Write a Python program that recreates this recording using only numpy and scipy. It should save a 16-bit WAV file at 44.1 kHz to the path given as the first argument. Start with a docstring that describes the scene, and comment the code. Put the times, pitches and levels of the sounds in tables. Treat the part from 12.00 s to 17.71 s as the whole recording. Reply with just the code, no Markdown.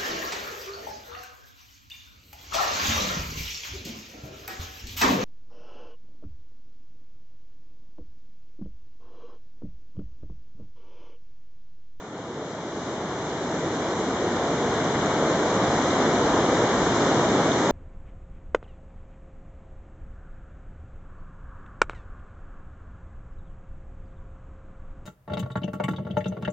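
"""A creek in flood beside a hand-held camera on the bank; the sound fades in, slightly dull at first. From the
start the current rumbles, tumbling waves roar with clouds of bubbles and white water hisses. Larger waves fold
over and swell the rush. From 3 s a few near air pockets plop and drops tick; at about 4 s the fade is complete.
Throughout, two close microphone ports hear the bass alike, and the camera cuts three narrow notches and the top
treble."""
import sys
import numpy as np
from scipy import signal
from scipy.fft import rfft, irfft
from scipy.io import wavfile
from scipy.ndimage import uniform_filter1d

SR = 44100
rng = np.random.default_rng(int(sys.argv[2]) if len(sys.argv) > 2 else 0)


def to_wav(s):
    """Save 16-bit WAV."""
    ch = np.atleast_2d(s).T  # columns
    pcm = np.round(np.clip(ch, -1, 1) * 32767)  # PCM
    wavfile.write(sys.argv[1], SR, pcm.astype(np.int16))


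N = 251811
TIME_S = np.arange(N) / SR


def undb(db):
    """Decibels to gain."""
    return 10 ** (np.asarray(db) / 20)


def unit_rms(x):
    """Scale to rms 1."""
    return x / np.sqrt(np.mean(x ** 2))


def colour(x, curve):
    """Filter by (frequency [Hz], gain [dB]) points on a log-frequency axis."""
    points_hz, db = np.transpose(curve)
    hz = np.maximum(np.fft.rfftfreq(N, 1 / SR), 1)
    return irfft(rfft(x) * undb(np.interp(np.log(hz), np.log(points_hz), db)), N)


def wander(rate_hz):
    """Random steps, smoothed twice; rms 1."""
    hold = int(SR / rate_hz)
    steps = np.repeat(rng.standard_normal(N // hold + 1), hold)
    return unit_rms(uniform_filter1d(uniform_filter1d(steps, hold), hold)[:N])


def add(out, start_s, sound, side_gain):
    """Mix a sound into mid and side."""
    start = int(start_s * SR)
    sound = sound[:N - start]
    out[:, start:start + len(sound)] += np.outer([1, side_gain], sound)


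def bubble(hz, cycles, glide):
    """A sine that decays 60 dB over its cycles and rises in pitch as the bubble nears the surface."""
    life = np.arange(0, 1, hz / cycles / SR)
    phase = 2 * np.pi * cycles * life * (1 + glide * life / 2)
    return np.exp(-np.log(1000) * life) * np.sin(phase)


def bubble_swarm(lo_hz, hi_hz, cycles, glide, spread_db, count):
    """Bubbles scattered over the channel, most faint, a few near; mid and side."""
    out = np.zeros((2, N))
    for when, pitch, distance, place, life in rng.random((count, 5)):
        hz = lo_hz * (hi_hz / lo_hz) ** pitch
        gain = undb(-spread_db * np.log(.02 + distance)) * hz  # small ones are brief, so start stronger
        ring = bubble(hz, cycles * (.5 + life), glide)
        add(out, when * N / SR, gain * ring, side_gain=np.sqrt(2) * np.cos(np.pi * place))
    return unit_rms(out)


def turbulence(lo_hz, hi_hz, surge_db, flicker_db, edge_count):
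    """Flat mid and side noise whose bands surge with their neighbours and flicker alone."""
    edges_hz = np.geomspace(lo_hz, hi_hz, edge_count)
    band = np.digitize(np.fft.rfftfreq(N, 1 / SR), edges_hz[1:-1])
    spectrum = rfft(rng.standard_normal((2, N)))
    surges = [wander(rate_hz=7) for _ in range(edge_count)]
    out = 0
    for k in range(edge_count - 1):
        level_db = surge_db * (surges[k] + surges[k + 1]) + flicker_db * wander(rate_hz=30)
        out = out + irfft(spectrum * (band == k), N) * undb(level_db)
    return unit_rms(out)


# White-water spectrum: (frequency [Hz], relative density [dB])
HISS_SPECTRUM = [(1500, -24.5), (2250, 1.5), (2900, 1.5), (3600, 4), (5000, 0), (6100, 0.5), (7250, -2.5),
                 (7800, -9)]


def white_water(gain_db=-34.5, rise_db_per_s=0.06):
    """White water hisses evenly, with small bubbles fizzing through it."""
    hiss = turbulence(1800, 8000, surge_db=-0.18, flicker_db=0.42, edge_count=5)
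    fizz = bubble_swarm(2010, 7500, cycles=20, glide=.1, spread_db=3.5, count=6000)
    foam = colour(hiss + undb(-15) * fizz, HISS_SPECTRUM)
    rise = undb(rise_db_per_s * TIME_S)  # the camera turns along the white water
    return unit_rms(foam * rise) * undb(gain_db)


# Near air pockets and drops: (time [s], pitch [Hz], relative peak [dB], ring [cycles], side gain [ratio])
NEAR_BUBBLES = [(3.0122, 3350, -26.5, 15, .7), (3.2251, 540, -9.5, 3.2, 0), (4.3405, 350, -16.5, 8, .5),
                (4.388, 445, -15, 5.5, .5), (5.5177, 3550, -20.5, 24, .25)]


def plops(attack_share=0.2):
    """By the bank, air pockets collapse with a plop and drops tick; each ring builds up briefly."""
    out = np.zeros((2, N))
    for start_s, hz, peak_db, cycles, side_gain in NEAR_BUBBLES:
        ring = bubble(hz, cycles, glide=.1)
        ring *= np.minimum(np.linspace(0, 1, len(ring)) / attack_share, 1)
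        add(out, start_s, undb(peak_db) * ring / np.abs(ring).max(), side_gain)
    return out


# Tumbling-wave spectrum: (frequency [Hz], relative density [dB])
ROAR_SPECTRUM = [(19, -51), (32, -21.5), (129, -2.5), (237, -2.5), (294, 0.16), (468, -1.8), (550, -4.5),
                 (658, -3.5), (772, -6), (957, -7), (1960, -16.5), (2300, -20.5), (2990, -51.5),
                 (5060, -120)]


def churn(rumble_gain_db=-35.5, roar_gain_db=-22):
    """Waves fold over and trap air: a roar with big glugging bubbles, over the main current's rumble."""
    roar = turbulence(60, 2400, surge_db=-0.33, flicker_db=0.1, edge_count=10)
    glugs = bubble_swarm(129.7, 2190, cycles=15.8, glide=0.24, spread_db=1.5, count=5000)
    water = colour(roar + undb(-17) * glugs, ROAR_SPECTRUM)
    rumble = colour(water, [(140, 0), (200, -30)])
    return unit_rms(rumble) * undb(rumble_gain_db) + unit_rms(water - rumble) * undb(roar_gain_db)


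# Larger waves: (crest time [s], length [s], lift [dB], band centre [Hz])
LARGE_WAVES = [(0.38, .35, 2.0, 430), (0.85, .2, 2.2, 4300), (1.65, 0.47, 2.4, 350), (2.24, .35, 1.5, 380),
               (2.26, .3, 4, 60), (3.03, .35, 3, 125), (3.6, .4, 1.7, 680), (4.38, .25, 5, 60),
               (4.55, .5, 1.2, 640), (5.08, 0.17, 2, 1300), (5.0, .8, 1.3, 6200), (5.35, .5, 2, 359)]


def wave_swells(water, width_octaves=1):
    """Each larger wave lifts a band as it folds: low for a heavy one, high for bursting foam."""
    edge_ratio = 2 ** (width_octaves / 2)
    out = water
    for crest_s, length_s, lift_db, hz in LARGE_WAVES:
        bandpass = signal.butter(1, [hz / edge_ratio, hz * edge_ratio], "bandpass", fs=SR, output="sos")
        swell = np.exp(-(2 * (TIME_S - crest_s) / length_s) ** 2)
        out = out + signal.sosfilt(bandpass, water) * (undb(lift_db * swell) - 1)
    return out


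def brighten(water, corner_hz=700, start_db=-1.3, decay_s=.6):
    """The treble starts slightly dull and soon clears."""
    treble = signal.sosfilt(signal.butter(1, corner_hz, "highpass", fs=SR, output="sos"), water)
    return water + treble * (undb(start_db * np.exp(-TIME_S / decay_s)) - 1)


# Difference between the ports: (frequency [Hz], side gain [dB])
PORT_WIDTH = [(60, -26), (100, -43), (180, -48.5), (300, -37.5), (520, -23), (900, -18), (1540, -6.5),
              (2400, -2), (2950, 1.8), (3500, -0.3), (4200, -2.3), (7780, 0.5)]
# Left-port lag, mid fed to side a quarter cycle late: (frequency [Hz], gain [dB])
PORT_LAG = [(200, -46), (900, -30), (2600, -30), (3100, -7), (3800, -9), (5000, -30)]
# Leftward lean of the treble: (frequency [Hz], left minus right [dB])
PORT_BALANCE = [(520, 0), (1500, 1.2), (3200, 1.8), (6500, 2.1)]


def microphone_ports(water):
    """Long waves reach both close ports alike; short ones are louder left but earlier right."""
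    mid, side = water
    side = colour(side, PORT_WIDTH) + colour(signal.hilbert(mid).imag, PORT_LAG)
    left = colour(mid + side, [(hz, db / 2) for hz, db in PORT_BALANCE])
    right = colour(mid - side, [(hz, -db / 2) for hz, db in PORT_BALANCE])
    return np.array([left, right])


def fade_in(start_db=-16.5, length_s=4.06):
    """Linear amplitude ramp to unity, then a hold."""
    return np.interp(TIME_S, [0, length_s], [undb(start_db), 1])


def scene():
    """Swelling roar and hiss plus near plops, all under one fade-in; left and right."""
    rush = brighten(wave_swells(churn() + white_water()))
    return microphone_ports(rush + plops()) * fade_in()


# Camera notch filters: (centre [Hz], width [Hz])
CAMERA_NOTCHES = [(2605, 520), (4603, 700), (5432, 320)]


def record(dry, cutoff_hz=7620):
    """The camera notches three narrow bands and cuts the top treble."""
    for hz, width_hz in CAMERA_NOTCHES:
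        dry = signal.lfilter(*signal.iirnotch(hz, hz / width_hz, fs=SR), dry)
    return signal.sosfilt(signal.ellip(10, .2, 80, cutoff_hz, fs=SR, output="sos"), dry)


dry = scene()
out = record(dry)
to_wav(out)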